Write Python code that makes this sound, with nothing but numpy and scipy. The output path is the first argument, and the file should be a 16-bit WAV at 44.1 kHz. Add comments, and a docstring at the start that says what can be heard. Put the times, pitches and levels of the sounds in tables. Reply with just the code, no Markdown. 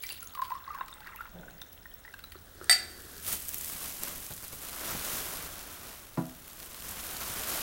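"""Water, glass and plastic film

A thin stream pours from one glass into another in a small quiet room, singing with bubbles, and thins
to drips. The pouring glass rocks onto its base with a rattling clink. Then plastic film sticks, slips
and crinkles close to the microphone, and something knocks dully on the furniture.
A picture tube whines faintly throughout."""
import sys
import numpy as np
from scipy import signal
from scipy.fft import rfft, irfft, next_fast_len
from scipy.io import wavfile

SR = 44100
rng = np.random.default_rng(int(sys.argv[2]) if len(sys.argv) > 2 else 0)


def store_pcm(level_fs):
    """Save levels as 16-bit WAV."""
    pcm = np.round(np.clip(level_fs, -1, 1) * 32767).astype(np.int16)
    wavfile.write(sys.argv[1], SR, np.atleast_2d(pcm).T)


N = 336042
TIME = np.arange(N) / SR

# Levels in the tables are relative; each layer adds its own trim.
# Level curve of the high whistle. 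Each row: time in seconds, level in dB.
WHINE_LEVELS = [(0.2, -50.5), (1.1, -61), (1.6, -56), (3.1, -65.5), (3.55, -52), (4.3, -64.5), (5.1, -54.5),
                (5.5, -61), (7.6, -70)]
# Tone curves of the background. Each row: frequency in Hz, level in dB.
ROOM_TONE_COLOUR = [(12, -40.5), (20, 3.5), (59, 0.5), (132, -8), (555, -13.5), (713, -14), (1140, -18),
                    (1510, -14), (2040, -20), (2410, -24), (3650, -19), (4820, -32), (5240, -24),
                    (6910, -27.5), (15000, -25.5)]
HUM_COLOUR = [(50, -29), (72, -2), (80, 1.5), (88, -4.5), (115, -42.5)]
SHUFFLE_COLOUR = [(60, -2), (120, -11), (172, 8), (230, -12), (450, -5), (750, -7.5), (1100, -27),
                  (3000, -76.5)]

# The loudest drops. Each row: start in seconds, level in dB, bubble pitch in Hz, splash level in dB.
DROPS = [(0.0357, -35, 2298, -33.5), (0.046, -40.5, 2000, -58), (0.1, -32.5, 4584, -44),
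         (0.107, -35.5, 2753, -57), (0.225, -42, 1377, -58.5), (0.3499, -37.5, 1172, -40),
         (0.3719, -34.5, 1060, -65.5), (0.3904, -28.5, 1030, -61), (0.418, -22.5, 1053, -40.5),
         (0.4523, -38.5, 1016, -48.5), (0.503, -33, 929.4, -45), (0.5164, -25, 1026, -62.5),
         (0.5508, -32.5, 1103, -53.5), (0.562, -35, 1099, -56), (0.6748, -33, 1083, -70),
         (0.703, -31.5, 1181, -61.5), (0.746, -32, 1092, -46.5), (0.785, -38, 1002, -53),
         (0.8085, -25.5, 1051, -67), (0.8816, -45, 1256, -43), (0.9269, -38.5, 3670, -63.5),
         (1.004, -46.5, 850, -46.5), (1.0706, -40, 1882, -47), (1.206, -32.5, 1384, -65.5),
         (1.253, -38.5, 1383, -71), (1.4322, -44, 1456, -73.5), (1.481, -42, 1513, -70.5),
         (1.617, -36.5, 3654, -43.5), (1.8554, -40, 1865, -68.5), (2.0487, -41, 1861, -75.5),
         (2.0773, -42, 1956, -68), (2.139, -36, 1579, -46), (2.1906, -46, 1492, -46),
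         (2.239, -37.5, 3918, -44.5), (2.32, -44.5, 1897, -41.5), (2.347, -44.5, 1276, -66.5)]
# Air and water in the filling glass. Each row: resonance in Hz, bandwidth in Hz, gain in dB.
CAVITY_MODES = [(863, 165, -2), (1043, 180, -1), (1343, 140, 3), (1608, 133, 3), (1966, 194, 1),
                (2738, 121, -2.5), (3738, 68, -1.5)]
# Bursts of spray. Each row: start in seconds, level in dB, pitch in Hz.
SPRAY_BURSTS = [(0.0244, -28, 10320), (0.0673, -26, 5570), (0.1226, -26, 10020), (0.2074, -33, 6500),
                (0.2292, -27, 10340), (0.273, -31, 6550), (0.9393, -35, 8220), (1.1603, -30, 12400),
                (1.212, -36, 14350), (1.6158, -34, 5740), (1.73, -34, 11360), (2.6431, -29, 8660)]
# Gushes on the bare bottom. Each row: peak time in seconds, level in dB.
GUSHES = [(0.036, -46.5), (0.099, -44.5), (0.425, -48.5)]
# Tone curve of splashing water. Each row: frequency in Hz, level in dB.
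SPATTER_COLOUR = [(700, -24), (1400, -4), (2000, 1.5), (2900, 5), (3400, 1), (4600, 3), (6000, -9),
                  (8000, -5), (15000, -2.5)]
# Surges of the stream. Each row: peak time in seconds, level in dB, middle pitch in Hz, range in octaves.
SURGES = [(0.44, -52, 1125, 0.63), (0.77, -47, 1456, 1.727), (1.14, -45.5, 1748, 1.9),
          (1.58, -61.5, 2790, 1.39), (2.12, -60, 2280, 1.5)]

# Light taps as the pouring glass is taken away. Each row: start in seconds, level in dB.
TAPS = [(2.3558, -5), (2.6134, 1)]
# The glass rocks onto its base. Each row: start in seconds, then ring, crack and thud levels in dB.
CLINKS = [(2.696, 2, 8, 3), (2.7105, 3.5, -22, -11.5), (2.7204, -10.5, -3.5, -28.5), (2.728, -25, 1.5, -27)]
# Modes of a tap, the glass and the counter. Each row: pitch in Hz, level in dB, ring time in seconds.
TAP_MODES = [(361, -38.5, 0.0454), (588.3, -47, 0.015), (850, -56, 0.0174), (1370, -35, 0.0169)]
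GLASS_MODES = [(1427, -42, 0.2), (1761, -30.5, 0.12), (1966, -20, 0.065), (2011, -32.5, 0.19),
               (3100, -39, 0.11), (3687, -25.5, 0.035), (4619, -17, 0.13), (4640, -27, 0.4),
               (4839, -32, .13), (5274, -32.5, 0.13), (7260, -34, 0.1), (7020, -40, 0.13),
               (8488, -19.5, 0.115), (8460, -37, 0.36), (9950, -30, 0.08), (11700, -33.5, 0.08),
               (13335, -33.5, 0.1), (13720, -38, .1)]
COUNTER_MODES = [(346, -62.5, 0.79), (698.3, -26.5, 0.0344), (777, -36, .09), (1350, -23.5, 0.0188)]
# Tone curves of the set-down. Each row: frequency in Hz, level in dB.
SLIDE_COLOUR = [(200, -5), (380, 3), (900, -15), (1400, -2), (1800, -2), (2400, -25), (3300, -13),
                (4600, -9.5), (6500, -15), (15000, -21.5)]
CRACK_COLOUR = [(100, -48), (500, -38), (1100, -6.5), (1750, 9), (2800, 4.5), (5500, 2.5), (9000, 0.5),
                (15000, -12)]

# Strokes of the film. 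Each row: peak time, rise and fall in seconds, hiss level in dB,
# pressure as body over hiss in dB.
FILM_STROKES = [(3.15, 0.58, 0.29, -60, -21), (3.285, 0.0615, 0.091, -32, -14.5),
                (3.33, 0.054, 0.09, -30.5, -16), (3.56, 0.9, 3.3, -42, -33.5),
                (3.84, 0.89, 0.54, -43.5, -7), (4.035, 0.073, 0.399, -41, -5.5),
                (4.308, 0.023, 0.038, -51, 0), (4.433, 0.0124, 0.067, -46, -5.5),
                (4.529, 0.026, 0.0406, -40.5, -10), (4.635, 0.063, 0.246, -44.5, -9),
                (4.91, 0.378, 0.241, -38, -4), (5.13, 0.377, 0.397, -36.5, -6.5),
                (5.37, 0.97, 1.038, -44, -4), (5.88, 1.27, 0.38, -52, -2), (6.639, 0.3814, 0.09, -49, -8.5),
                (6.89, 0.273, 1.35, -44, -6.5), (7.215, 0.022, 0.038, -39, -2.5),
                (7.61, 1.094, .5, -35.5, -5.5)]
# The loudest creases snapping over. Each row: start in seconds, level in dB.
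SNAPS = [(3.0205, -36), (3.4847, -22), (3.491, -17.5), (3.5443, -16.5), (3.5833, -24), (3.6112, -21),
         (3.6455, -25.5), (4.0347, -17.5), (4.337, -29.5), (4.4253, -32), (4.4484, -28.5), (4.481, -27),
         (5.8835, -32.5), (6.267, -31), (7.0683, -25.5)]
# Soft handling bumps. Each row: start in seconds, level in dB.
BUMPS = [(3.31, -11), (4.305, -0.5), (4.527, -5.5), (4.946, 4), (7.212, -5.5)]
# Tone curves of the film and the casing. Each row: frequency in Hz, level in dB.
HISS_COLOUR = [(2500, -27), (5000, -11), (7500, -2), (10000, 0), (13000, 1.5), (16000, -1.5)]
RASP_COLOUR = [(1000, -30), (1900, -2.5), (3000, -0.5), (4500, -2.5), (6500, -2.5), (10000, -20.5)]
BODY_COLOUR = [(100, -28), (250, -3), (450, -1), (680, 0.5), (880, -3), (1100, 1), (1480, 0), (2000, -6.5),
               (3500, -19)]
RUMBLE_COLOUR = [(15, 3.5), (30, -8), (60, 6.5), (110, -2), (200, -1.5), (400, -9.5), (1000, -72)]
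CRINKLE_COLOUR = [(600, -29.5), (2000, -5.5), (4000, 0), (9000, -2), (15000, 0)]
BUMP_COLOUR = [(25, 0), (120, 4.5), (200, -4), (550, -8.5), (1000, -14), (3000, -46)]

# The knock and its rebound. Each row: start in seconds, level in dB.
KNOCKS = [(6.174, -3.5), (6.1821, -3.5)]
# Modes of the furniture. Each row: pitch in Hz, level in dB, ring time in seconds.
WOOD_MODES = [(136, -30, .15), (166, -26.5, 0.22), (253, -30.5, 0.36), (319.5, -30.5, 0.31),
              (356, -35, 0.23), (508, -41.5, 0.18), (646, -38, 0.3), (727, -42, 0.3), (834, -42, .12),
              (982, -37.5, 0.15), (1100, -35, 0.067), (1400, -47, 0.067), (1810, -44, .05)]
# Tone curve of the padded blow. Each row: frequency in Hz, level in dB.
BLOW_COLOUR = [(60, -22), (130, 10), (400, 3.5), (1100, -3), (2000, -18.5), (6000, -33)]

POUR_END_S, FILM_START_S = 2.6, 3.0


def from_db(db):
    """Decibels to gain."""
    return np.exp(np.asarray(db) * (np.log(10) / 20))


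def rms_one(x):
    """Scale to unit rms."""
    return x / np.sqrt(np.mean(x ** 2) + 1e-20)


def coloured(x, colour):
    """Shape a signal with a tone curve; rms 1."""
    hz, db = np.transpose(colour)
    size = next_fast_len(len(x), True)
    bins = np.maximum(np.fft.rfftfreq(size, 1 / SR), 1)
    gain = from_db(np.interp(np.log(bins), np.log(hz), db))
    spectrum = rfft(x.astype(np.float32), size) * gain.astype(np.float32)
    return rms_one(irfft(spectrum, size)[:len(x)])


def noise(colour, samples=N):
    """Steady coloured noise; rms 1."""
    return coloured(rng.standard_normal(samples), colour)


def drift(hz):
    """Smooth random wander; rms 1."""
    r = np.exp(-2 * np.pi * hz / SR)
    return rms_one(signal.lfilter([1], [1, -2 * r, r * r], rng.standard_normal(N + SR))[SR:])


def grit(colour, spiky_db, rate_hz):
    """Grainy noise, like countless tiny slips or splashes of uneven size; rms 1."""
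    spread = np.log(from_db(spiky_db))
    grains = rng.standard_normal(N) * np.exp(spread * drift(rate_hz) - spread ** 2)
    return coloured(grains, colour)


def fade(t, t60):
    """Decay by 60 dB in t60 seconds."""
    return np.exp(-np.log(1000) * t / t60)


def swell(s, rise_s, fall_s, db, hold_s=0):
    """Gain that climbs 20 dB per rise_s up to time s, holds, and sinks 20 dB per fall_s."""
    away = np.maximum(s - TIME, 0) / rise_s + np.maximum(TIME - s - hold_s, 0) / fall_s
    return from_db(db - 20 * np.minimum(away, 10))


def add(out, s, sound):
    """Mix a sound in at s seconds."""
    i = max(round(s * SR), 0)
    out[i:i + len(sound)] += sound[:max(N - i, 0)]


def struck(modes):
    """Half a second of ringing modes, alternating in polarity."""
    t = TIME[:SR // 2]
    return sum((-1) ** k * from_db(db) * np.sin(2 * np.pi * hz * t) * fade(t, t60)
               for k, (hz, db, t60) in enumerate(modes))


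def tube_whine(hz=15734, trim_db=-1, level_flutter_db=5.0):
    """A thin, high whistle at the picture tube's line pitch, with a random flutter added to its level."""
    times, levels = np.transpose(WHINE_LEVELS)
    level_db = np.interp(TIME, times, levels) + trim_db + level_flutter_db * drift(70)
    return from_db(level_db) * np.sqrt(2) * np.sin(2 * np.pi * hz * TIME)


def room_tone(floor_db=-56):
    """A bed of room noise, with a low hum that swells once and dies away, and one soft shuffle."""
    hum_bed = swell(0, rise_s=1, fall_s=0.95, db=-67, hold_s=3.52)
    hum_swell = swell(2.82, rise_s=0.94, fall_s=0.65, db=-60.5, hold_s=0.43)
    hum = (hum_bed + hum_swell) * noise(HUM_COLOUR)
    shuffle = swell(1.345, rise_s=0.02, fall_s=0.322, db=-48.5, hold_s=0.059) * noise(SHUFFLE_COLOUR)
    return from_db(floor_db) * noise(ROOM_TONE_COLOUR) + hum + shuffle


def bubble(hz, t60, rise, attack):
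    """A damped sine that swells as the bubble pinches off and rises in pitch as it nears the surface."""
    t = TIME[:int(1.5 * t60 * SR) + 2]
    shape = fade(t, t60) * (1 - np.exp(-(t / (attack * t60)) ** 2))
    return shape / shape.max() * np.sin(2 * np.pi * hz * (t + rise * t * t / (2 * t60)))


def bubble_swarm(per_s, low_hz, high_hz, cycles, spread_db):
    """Small random bubbles of uneven size; rms 1 while the water runs."""
    out = np.zeros(N)
    for when, pitch, size, life in rng.random((int(per_s * POUR_END_S), 4)):
        hz = low_hz * (high_hz / low_hz) ** pitch
        ping = bubble(hz, t60=cycles * (.5 + life) / hz, rise=0.049, attack=0.036)
        add(out, when * POUR_END_S, from_db(spread_db * size ** 2) * ping)
    return out / np.std(out[:int(POUR_END_S * SR)])


def cavity(x):
    """The hollow voice of the filling glass: resonances in parallel."""
    out = 0
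    for k, (hz, width, db) in enumerate(CAVITY_MODES):
        r = np.exp(-np.pi * width / SR)
        feed = np.array([1, 0, -1]) * (1 - r * r) / 2
        feedback = [1, -2 * r * np.cos(2 * np.pi * hz / SR), r * r]
        out += (-1) ** k * from_db(db) * signal.lfilter(feed, feedback, x + 1e-18)
    return out


def trickle(fizz_db=-67, bare_boost_db=12, bare_fade_s=0.346, spray_trim_db=1, spray_t60=0.0075):
    """The stream spatters on the bare bottom, with spray and a fizz that eases as the water deepens."""
    fizz = from_db(fizz_db + bare_boost_db * np.exp(-TIME / bare_fade_s))
    out = fizz * bubble_swarm(per_s=180, low_hz=2998, high_hz=15550, cycles=24, spread_db=17)
    gushes = sum(swell(s, rise_s=0.027, fall_s=0.1605, db=db) for s, db in GUSHES)
    out += gushes * grit(SPATTER_COLOUR, spiky_db=6.0, rate_hz=230)
    for s, db, hz in SPRAY_BURSTS:
        ping = bubble(hz, spray_t60, rise=0.12, attack=0.014)
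        splash = rng.standard_normal(len(ping)) * fade(TIME[:len(ping)], spray_t60)
        add(out, s, from_db(db + spray_trim_db) * (.65 * ping + 0.272 * splash))
    return out


def drops(slap_db=-3, click_db=12, splash_trim_db=1.5, pool_s=0.773, early_hardness=0.455):
    """Each drop splashes, slaps the surface, which rings the glass's air, and leaves a singing bubble."""
    out, t = np.zeros(N), TIME[:SR // 20]
    soften = signal.butter(1, 1000, fs=SR, output="sos")
    for s, db, hz, splash_db in DROPS:
        # drops slap harder once there is a pool to hit
        pool = (1 + np.tanh((s - pool_s) / 0.017)) / 2
        hardness = early_hardness + (1 - early_hardness) * pool
        impact = rng.standard_normal(len(t)) * fade(t, t60=0.0206) + from_db(click_db) * (t == 0)
        slap = cavity(signal.sosfilt(soften, impact))
        add(out, s, hardness * from_db(db + slap_db) * slap / np.abs(slap).max())
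        splash = noise(SPATTER_COLOUR, len(t)) * fade(t, t60=0.0296)
        add(out, s, from_db(splash_db + splash_trim_db) * splash)
        t60 = 0.0443 * (993 / hz) ** 0.575 / hardness ** 0.21   # smaller bubbles die sooner
        add(out, s, from_db(db) * bubble(hz, t60, rise=0.0173, attack=0.0497 / hardness ** .5))
    return out


def gurgle(trim_db=-2):
    """Each surge of the stream drives in a swarm of bubbles, heard through the air of the glass."""
    out = np.zeros(N)
    for s, db, hz, octaves in SURGES:
        reach = 2 ** (octaves / 2)
        swarm = bubble_swarm(per_s=360, low_hz=hz / reach, high_hz=hz * reach, cycles=24.8, spread_db=12.5)
        hollow = cavity(swarm)
        surge = swell(s, rise_s=0.31, fall_s=0.305, db=db + trim_db)
        out += surge * hollow / np.std(hollow[TIME < POUR_END_S])
    return out


def landing(crack_trim_db=-21.5, crack_t60=0.0208):
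    """Two light taps; then each touch of the base gives a crack and a short thud of the counter."""
    out, t = np.zeros(N), TIME[:SR // 5]
    for s, db in TAPS:
        add(out, s, from_db(db) * struck(TAP_MODES))
    for s, _, crack_db, thud_db in CLINKS:
        add(out, s, from_db(thud_db) * struck(COUNTER_MODES))
        crack = noise(CRACK_COLOUR, len(t)) * fade(t, crack_t60)
        add(out, s, from_db(crack_db + crack_trim_db) * crack)
    return out


def slide():
    """A faint, hollow rubbing around the set-down."""
    envelope = swell(2.632, rise_s=0.288, fall_s=0.2, db=-53, hold_s=0.556)
    return envelope * grit(SLIDE_COLOUR, spiky_db=2, rate_hz=170)


def glass_ring(trim_db=-1, rattle_db=5.0, rattle_per_s=170):
    """Each touch pumps energy into the modes; close pairs beat and the rattling base roughens them."""
    out, t = np.zeros(N), TIME[:SR * 2 // 3]
    first = CLINKS[0][0]
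    touches = [(s - first, ring_db) for s, ring_db, _, _ in CLINKS]
    for hz, db, t60 in GLASS_MODES:
        energy = sum((t >= delay) * (from_db(ring_db) * fade(np.abs(t - delay), t60)) ** 2
                     for delay, ring_db in touches)
        jolts = rng.standard_normal(200)
        rattle = rattle_db * np.interp(t * rattle_per_s, np.arange(len(jolts)), jolts)
        add(out, first, from_db(db + trim_db + rattle) * np.sqrt(energy) * np.sin(2 * np.pi * hz * t))
    return out


def film_levels(touch_db=-71.5, touch_pressure_db=-3.5):
    """Hiss and body envelopes in dB: the strokes add up in power over a light, steady touch."""
    strokes = [swell(s, rise, fall, db) for s, rise, fall, db, _ in FILM_STROKES]
    touch = swell(FILM_START_S, rise_s=0.29, fall_s=1, db=touch_db, hold_s=N / SR)
    pressures_db = [row[-1] for row in FILM_STROKES] + [touch_pressure_db]
    hiss_powers = np.square(strokes + [touch])
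    body_power = from_db(pressures_db) ** 2 @ hiss_powers
    return 10 * np.log10(hiss_powers.sum(0)), 10 * np.log10(body_power)


def film_rustle(hiss_trim_db=1, rasp_trim_db=-2, body_trim_db=1, rumble_trim_db=-20):
    """Film slides by the microphone: slips hiss, pressure makes them rasp, the casing adds the low end."""
    hiss_db, body_db = film_levels()
    rasp_db = hiss_db + 0.471 * (body_db - hiss_db)
    spiky_db = np.clip(2.5 + 0.0261 * (-33 - hiss_db), 1, 7)   # slow, quiet sliding is more uneven
    flutter = from_db(0.8749 * drift(32.8) + 0.22 * drift(14.7))
    hiss = from_db(hiss_db + hiss_trim_db) * grit(HISS_COLOUR, spiky_db, rate_hz=370)
    rasp = from_db(rasp_db + rasp_trim_db) * grit(RASP_COLOUR, .7 * spiky_db, rate_hz=650)
    body = from_db(body_db + body_trim_db) * grit(BODY_COLOUR, .8 * spiky_db, rate_hz=860)
    rumble_db = 0.7597 * (hiss_db + body_db) / 2 + 3.0 * drift(18.9)   # follows the strokes in lumps
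    rumble = from_db(rumble_db + rumble_trim_db) * noise(RUMBLE_COLOUR)
    return flutter * (hiss + rasp + body) + rumble


def crinkles(per_s=100, trim_db=-38, follows_hiss=0.374, spread_db=16):
    """While the film touches, small creases tick at random; they stand out whenever the hiss sinks."""
    hiss_db, _ = film_levels()
    onsets = (rng.random(N) < per_s / SR) & (TIME > FILM_START_S)
    ticks = onsets * from_db(spread_db * rng.random(N) ** 3)
    decay = fade(TIME[:SR // 200], t60=0.0027)
    crackle = signal.fftconvolve(ticks, decay)[:N] * rng.standard_normal(N)
    return from_db(trim_db + follows_hiss * hiss_db) * coloured(crackle, CRINKLE_COLOUR)


def snaps(trim_db=3.0, t60=0.00465):
    """Creases flip over with a dry, bright tick."""
    out, t = np.zeros(N), TIME[:SR // 100]
    for s, db in SNAPS:
        tick = noise(HISS_COLOUR, len(t)) * fade(t, t60)
        add(out, s, from_db(db + trim_db) * tick / np.abs(tick).max())
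    return out


def bumps(trim_db=-37, t60=0.128):
    """A finger nudges the casing: a short, dull thud with a soft attack."""
    out, t = np.zeros(N), TIME[:SR // 5]
    envelope = fade(t, t60) * (1 - fade(t, t60 / 10))
    for s, db in BUMPS:
        add(out, s, from_db(db + trim_db) * noise(BUMP_COLOUR, len(t)) * envelope)
    return out


def knock(blow_trim_db=-29, blow_t60=0.14, rap_hz=850, rap_db=-22, rap_t60=0.00405):
    """A padded blow raps the wood and rings its modes."""
    out, t = np.zeros(N), TIME[:SR // 2]
    for s, db in KNOCKS:
        add(out, s, from_db(db + blow_trim_db) * noise(BLOW_COLOUR, len(t)) * fade(t, blow_t60))
    add(out, KNOCKS[0][0], struck(WOOD_MODES) + struck([(rap_hz, rap_db, rap_t60)]))
    return out


def reverb(x, t60=0.501, treble_t60=0.26, split_hz=4000, predelay_s=0.0033):
    """Dense reflections of a small room; the treble dies first."""
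    t = TIME[:SR * 2 // 3]
    white = rng.standard_normal(len(t))
    low = signal.sosfilt(signal.butter(1, split_hz, fs=SR, output="sos"), white)
    tail = low * fade(t, t60) + 2.1 * (white - low) * fade(t, treble_t60)
    onset = np.clip(t / predelay_s - 1, 0, 1)
    return signal.fftconvolve(x, onset * tail / np.linalg.norm(white * fade(t, t60)))[:N]


def scene(send_db=-11, landing_send_db=-6):
    """The mono mix: water, clink and knock sound in the room; the film is close and dry."""
    water = drops() + gurgle() + trickle()
    ring, contacts, wood = glass_ring(), landing(), knock()
    wet = reverb(from_db(send_db) * (water + ring + wood) + from_db(landing_send_db) * contacts)
    close = slide() + film_rustle() + crinkles() + snaps() + bumps()
    return (water + ring + contacts + wood + wet + close + tube_whine() + room_tone())[None]


def record(dry, ceiling=0.46, cutoff_hz=15900):
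    """Soft saturation rounds the loudest peaks, and a steep low-pass cuts the top."""
    lowpass = signal.ellip(12, .1, 80, cutoff_hz, fs=SR, output="sos")
    return signal.sosfilt(lowpass, ceiling * np.tanh(dry / ceiling))


dry = scene()
out = record(dry)
store_pcm(out)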